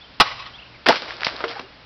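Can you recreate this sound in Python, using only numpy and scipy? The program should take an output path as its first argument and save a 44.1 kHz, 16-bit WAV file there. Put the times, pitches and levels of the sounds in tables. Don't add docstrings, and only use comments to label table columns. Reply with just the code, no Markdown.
import sys
import numpy as np
from scipy import signal
from scipy.fft import rfft, irfft, next_fast_len
from scipy.io import wavfile

SR = 44100
rng = np.random.default_rng(int(sys.argv[2]) if len(sys.argv) > 2 else 0)


def master(y):
    cut = np.clip(np.atleast_2d(y).T, -1, 1)
    pcm = np.round(cut * 32767)
    wavfile.write(sys.argv[1], SR, pcm.astype(np.int16))


N = 81585
T = np.arange(N) / SR
BAND_HZ = 5405


def undb(db):
    return 10 ** (np.asarray(db) / 20)


def unit(x):
    return x / np.sqrt(np.mean(x ** 2))


def colour(x, points):
    hz, db = np.array(points, float).T
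    size = 2 * next_fast_len(N)
    f = np.arange(size // 2 + 1) * SR / size
    gain = undb(np.interp(np.log(f + 1), np.log(hz), db))
    gain /= np.sqrt(np.mean(gain[f < BAND_HZ] ** 2))
    cepstrum = irfft(np.log(gain))
    cepstrum[1:size // 2] *= 2
    cepstrum[size // 2 + 1:] = 0
    return irfft(rfft(x, size) * np.exp(rfft(cepstrum)))[:N]


def band(x, lo_hz, hi_hz):
    return unit(signal.sosfilt(signal.butter(3, [lo_hz, hi_hz], "band", fs=SR, output="sos"), x))


def grit(centre_hz=None, octaves=1):
    f = np.arange(N // 2 + 1) * SR / N + 1
    hump = 1
    if centre_hz is not None:
        hump = np.exp(-.5 * (np.log2(f / centre_hz) / octaves) ** 2) * (centre_hz / f) ** .25
    noise = irfft(rfft(rng.standard_normal(N)) * hump * (f < BAND_HZ * 1.1), N)
    analytic = signal.hilbert(noise, next_fast_len(N))[:N]
    return unit(analytic.real / np.sqrt(np.abs(analytic)))


def burst(start, fall, hold=0, attack=0.00051):
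    age = T - start
    return np.clip(age / attack, 0, 1) * np.exp(-np.maximum(age - hold, 0) / fall)


def ring(start, modes, pitch=1, length=1):
    age = np.maximum(T - start, 0)
    return sum((-1) ** k * undb(db - 60 * age / (t60 * length)) * np.sin(2 * np.pi * hz * pitch * age)
               for k, (hz, db, t60) in enumerate(modes))


def pulse(start, hz, damping):
    phase = 2 * np.pi * hz * np.maximum(T - start, 0)
    swing = np.exp(-damping * phase) * np.sin(phase) * (1 - np.exp(-2 * phase))
    pressure = np.diff(swing, prepend=0)
    return pressure / np.abs(pressure).max()


def note(start, length, hz):
    progress = np.clip((T - start) / length, 0, 1)
    phase = 2 * np.pi * np.cumsum(hz * (progress > 0)) / SR
    return np.sqrt(2 * np.abs(np.sin(np.pi * progress))) * np.sin(phase)


def scatter(x, envelope):
    response = rng.standard_normal(N) * envelope
    return signal.fftconvolve(x, response / np.sqrt(np.sum(response ** 2)))[:N]


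# (frequency [Hz], relative level [dB])
AIR_SPECTRUM = [(25, -9), (55, 0), (120, -1), (160, -2), (250, -2.5), (400, -7.5), (560, -4.5), (800, -5),
                (2500, -7), (4900, -10), (5500, -13.5), (6500, -21)]
# (centre frequency [Hz], level [dB])
HUM_BANDS = [(58, -60), (118, -59)]
def background():
    hum = sum(undb(db) * band(rng.standard_normal(N), hz - 4, hz + 4) for hz, db in HUM_BANDS)
    air = colour(band(rng.standard_normal(N), 8.1, 11000), AIR_SPECTRUM)
    return undb(-47) * unit(air) + hum


# (time [s], duration [s], turning point [fraction of duration],
# start frequency [Hz], turning frequency [Hz], end frequency [Hz], level [dB])
BIRD_CHIRPS = [(.008, .026, .3, 3450, 3350, 3650, -44), (.036, .022, .4, 3080, 3080, 3280, -47),
               (.536, .033, .3, 3170, 3180, 3620, -41.5), (.582, .027, .7, 2500, 2920, 3300, -42),
               (.616, .023, .28, 3400, 2520, 3100, -44), (.646, .028, .3, 2600, 2330, 3300, -50),
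               (.735, .04, .4, 2750, 2280, 1900, -49), (1.63, .04, .5, 2850, 2830, 2780, -52)]
def birds():
    song = 0
    for start, length, turn, first_hz, turn_hz, last_hz, db in BIRD_CHIRPS:
        hz = np.interp((T - start) / length, [0, turn, 1], [first_hz, turn_hz, last_hz])
        song = song + undb(db) * note(start, length, hz)
    return song


CUT_S = .1998
# (frequency [Hz], relative level [dB])
DRAG_SPECTRUM = [(30, -8.5), (100, -15), (250, -14), (536, -1.5), (844, -1), (1150, 1.5), (1440, 2),
                 (1740, -11), (2000, -7), (2960, -7), (4120, -11.5), (5300, -11), (6500, -15.5)]
# (time [s], level [dB])
WALL_RIPS = [(.1999, -1), (.2072, 3), (.2101, -1), (.2144, -8), (.2166, 1), (.2212, -11)]
def blade():
    drag = unit(colour(grit(), DRAG_SPECTRUM)) * burst(CUT_S, fall=.009, hold=.0135)
    jerks = sum(undb(db) * burst(start, fall=.0011) for start, db in WALL_RIPS)
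    return undb(-6.5) * drag + grit(centre_hz=3950, octaves=1.22) * jerks


# (frequency [Hz], relative level [dB])
FULL_JUG_MODES = [(430, -13), (848, 0), (1021, -5), (1115, 2), (1273, 1), (1410, -4), (1982, -8),
                  (2384, -11), (2588, -9), (2863, -4), (3028, -6), (3403, -8), (3825, -7), (4169, -6),
                  (4505, -10), (4977, -9), (5160, -10)]
def jug_wall():
    modes = sum(undb(db) * np.sin(2 * np.pi * (hz * T + rng.random())) for hz, db in FULL_JUG_MODES)
    return undb(-8.5) * modes * burst(CUT_S, fall=.0086, hold=.0096, attack=.0018)


# (frequency [Hz], relative level [dB])
SPRAY_SPECTRUM = [(60, -17.5), (118, 6), (170, -13), (300, -10), (480, -2), (700, 3), (1120, 10), (1500, 3),
                  (3000, 5), (5300, -1.5)]
def gush(t60_s=1):
    puff = pulse(CUT_S, hz=115, damping=.84)
    outflow = burst(CUT_S + .01, fall=t60_s / np.log(1000), hold=.011, attack=.033)
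    spray = unit(colour(grit(), SPRAY_SPECTRUM)) * outflow
    return undb(-12) * puff + undb(-29.5) * spray


YARD_T60_S = .56
YARD_TAIL = burst(.005, fall=YARD_T60_S / np.log(1000), attack=.0084)
# (frequency [Hz], relative gain [dB])
YARD_RESPONSE = [(80, -8.5), (300, -12), (700, -2), (1120, -6), (1450, 1.5), (1900, -3.5), (3000, -1.5),
                 (5000, 4)]
def reverberation(x):
    return undb(-23.5) * colour(scatter(x, YARD_TAIL), YARD_RESPONSE)


# (delay [s], gain [dB], decay time constant [s])
REFLECTIONS = [(.05, -22, .025), (0.107, -26.5, .004), (0.187, -29, 0.0063), (0.213, -32, 0.0083),
               (.255, -31, .006)]
# (frequency [Hz], relative gain [dB])
REFLECTION_RESPONSE = [(100, -6), (600, -6), (950, -1.5), (1140, 7), (1400, -4), (1650, -10.5), (1850, 5),
                       (2300, 2.5), (3000, 1), (5000, -1)]
def echoes(x):
    returns = sum(undb(db) * scatter(x, burst(delay, fall)) for delay, db, fall in REFLECTIONS)
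    return colour(returns, REFLECTION_RESPONSE)


# (time [s], level [dB], centre frequency [Hz], width [octaves], decay time constant [s])
PLASTIC_CRACKS = [(.86, -17, 900, 2, .01), (.863, -16, 1520, 1.7, 0.031), (0.877, -15.5, 703, 1.6, 0.0062),
                  (0.8863, 0, 4000, 2.4, 0.0017), (0.887, -6.5, 1590, 3.7, .011),
                  (.904, -11.5, 1190, 1.7, 0.0066), (.923, -15, 1480, 1.3, 0.0039),
                  (.928, -14, 1265, 0.38, 0.0031), (.94, -20, 880, 1.2, 0.0051),
                  (0.947, -24.5, 1886, 1.3, 0.0096), (0.959, -22.5, 2390, 3, 0.011),
                  (.968, -25, 2210, 1.2, 0.0075), (1.02, -31.5, 500, 1.2, 0.02),
                  (1.216, -27, 1700, 3.2, 0.005), (1.2462, -13.5, 4510, 1.35, 0.0043),
                  (1.261, -29, 4200, 0.75, .0062), (1.2667, -13.5, 2380, 2, 0.0047),
                  (1.2814, -20.5, 3020, 1.3, 0.0027), (1.2877, -22.5, 1600, 0.86, 0.0022),
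                  (1.405, -29.5, 1014, 1.3, 0.02), (1.441, -25.5, 1550, 1.3, 0.016),
                  (1.4802, -29.5, 3500, 0.67, 0.0046), (1.553, -35, 990, 0.87, 0.037),
                  (1.596, -24, 1210, 6.5, 0.0031), (1.597, -36.5, 243, 0.26, 0.015)]
def cracks():
    return sum(undb(db) * grit(hz, octaves) * burst(start, fall)
               for start, db, hz, octaves, fall in PLASTIC_CRACKS)


# (time [s], peak level [dB], frequency [Hz], damping ratio [1])
BUCKLING_SNAPS = [(.8665, -1, 1500, .12), (.8862, 5, 2000, .25), (.895, -14, 130, .4), (.958, -9, 1800, .2),
                  (1.0212, -13, 3800, .2), (1.1075, -16, 1800, .1), (1.168, -22, 4600, .15),
                  (1.2083, -14, 2600, .3), (1.2203, -17, 900, .4), (1.2335, -5, 1700, .2),
                  (1.2492, -10, 4900, .07), (1.2595, -11, 4300, .1), (1.2686, -6.5, 1300, .25),
                  (1.2685, -15, 190, 1), (1.2885, -18, 1700, .15), (1.3652, -16.5, 3900, .12),
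                  (1.4055, -20, 1300, .15), (1.4405, -11, 1300, .2), (1.4402, -17, 450, .2),
                  (1.5945, -18, 1000, .2)]
def snaps():
    return sum(undb(db) * pulse(start, hz, damping) for start, db, hz, damping in BUCKLING_SNAPS)


# (frequency [Hz], relative level [dB], 60 dB decay time [s])
CUT_JUG_MODES = [(185, -15, .11), (262, -20, .1), (381, -20, .09), (490, -3.5, .105), (685, -.5, .095),
                 (830, -10, .1), (968, -11, .1), (1223, -11, .09), (1425, -12, .1), (1553, -12, .08),
                 (1850, -16, .09), (2102, -16, .08)]
# (time [s], level [dB], frequency factor [1], decay time factor [1])
GROUND_IMPACTS = [(.8865, -11, 1.2, .6), (.8925, -2, 1, .62), (1.594, -38, 1, 1)]
def thumps():
    return sum(undb(db) * ring(start, CUT_JUG_MODES, pitch, length)
               for start, db, pitch, length in GROUND_IMPACTS)


def drops(per_s=1800, spread_db=3):
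    sizes = undb(spread_db * np.minimum(rng.exponential(size=N), 4))
    return (rng.random(N) < per_s / SR) * sizes * rng.choice([-1, 1], N)


# (time [s], slosh level [dB], splatter level [dB], spray level [dB])
WATER_LEVELS = [(.93, -37, -36.5, -29.5), (.975, -53, -40.5, -32.5), (1.05, -41.5, -39.5, -40),
                (1.115, -51.5, -37, -37), (1.159, -42.5, -47, -43), (1.205, -50.5, -38.5, -45.5),
                (1.266, -65, -32.5, -31.5), (1.34, -37.5, -39.5, -40.5), (1.39, -48.5, -38.5, -41.5),
                (1.472, -39.5, -42.5, -48), (1.496, -42, -34.5, -31.5), (1.539, -53, -38, -42.5),
                (1.611, -46.5, -41, -43), (1.64, -51, -65, -54), (1.85, -87, -66, -90)]
def water():
    times, slosh_db, splatter_db, spray_db = np.array(WATER_LEVELS).T
    shower = drops()
    slosh = band(drops(), 260, 628) * undb(np.interp(T, times, slosh_db))
    splatter = band(shower, 520, 1870) * undb(np.interp(T, times, splatter_db))
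    spray = band(shower + drops(), 2200, 5280) * undb(np.interp(T, times, spray_db))
    onset = np.clip((T - .89) / .017, 0, 1)
    return onset * (slosh + splatter + spray)


# (time [s], duration [s], start frequency [Hz], level [dB])
AIR_POCKETS = [(.902, 0.013, 857, -11.5), (1.512, 0.015, 700, -37.5), (1.558, 0.019, 795, -34.5),
               (1.62, 0.053, 379, -49.5)]
def gulps(rise=.053):
    return sum(undb(db) * note(start, length, hz * (1 + rise * (T - start) / length))
               for start, length, hz, db in AIR_POCKETS)


# (frequency [Hz], relative level [dB], 60 dB decay time [s])
EMPTY_JUG_MODES = [(375, -4, .055), (458, -2, .24), (587, -4, .07), (680, -2, .05), (1050, -3, .05),
                   (1200, -3, .05), (1380, -4, .045), (1990, -5, .045)]
# (time [s], level [dB], frequency factor [1])
BOUNCES = [(1.405, -39, 1.08), (1.4397, -20.5, 1.017), (1.617, -57, .87)]
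def knocks():
    return sum(undb(db) * ring(start, EMPTY_JUG_MODES, pitch) for start, db, pitch in BOUNCES)


def radiate(x, cutoff_hz=167):
    return signal.sosfilt(signal.butter(2, cutoff_hz, "high", fs=SR, output="sos"), x)


def scene():
    tear, wall, song = blade(), jug_wall(), birds()
    tumble = radiate(cracks() + thumps() + knocks()) + snaps() + gulps()
    outgoing_cut = tear + undb(-6) * wall
    reflected = reverberation(outgoing_cut + undb(2) * tumble) + echoes(outgoing_cut)
    distant = song + undb(-9) * scatter(song, YARD_TAIL) + background()
    return (distant + tear + wall + gush() + reflected + tumble + water())[None]


def record(dry, saturation=.81, ceiling=.69):
    roll_off = signal.butter(11, BAND_HZ * 1.04, fs=SR, output="sos")
    band_edge = signal.ellip(8, .05, 50, 6150, fs=SR, output="sos")
    harmonic_limit = signal.ellip(8, .2, 70, 16000, fs=SR, output="sos")
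    saturated = saturation * np.tanh(dry / saturation)
    narrow = signal.sosfiltfilt(band_edge, signal.sosfiltfilt(roll_off, saturated))
    return signal.sosfilt(harmonic_limit, np.clip(narrow, -ceiling, ceiling))


dry = scene()
out = record(dry)
master(out)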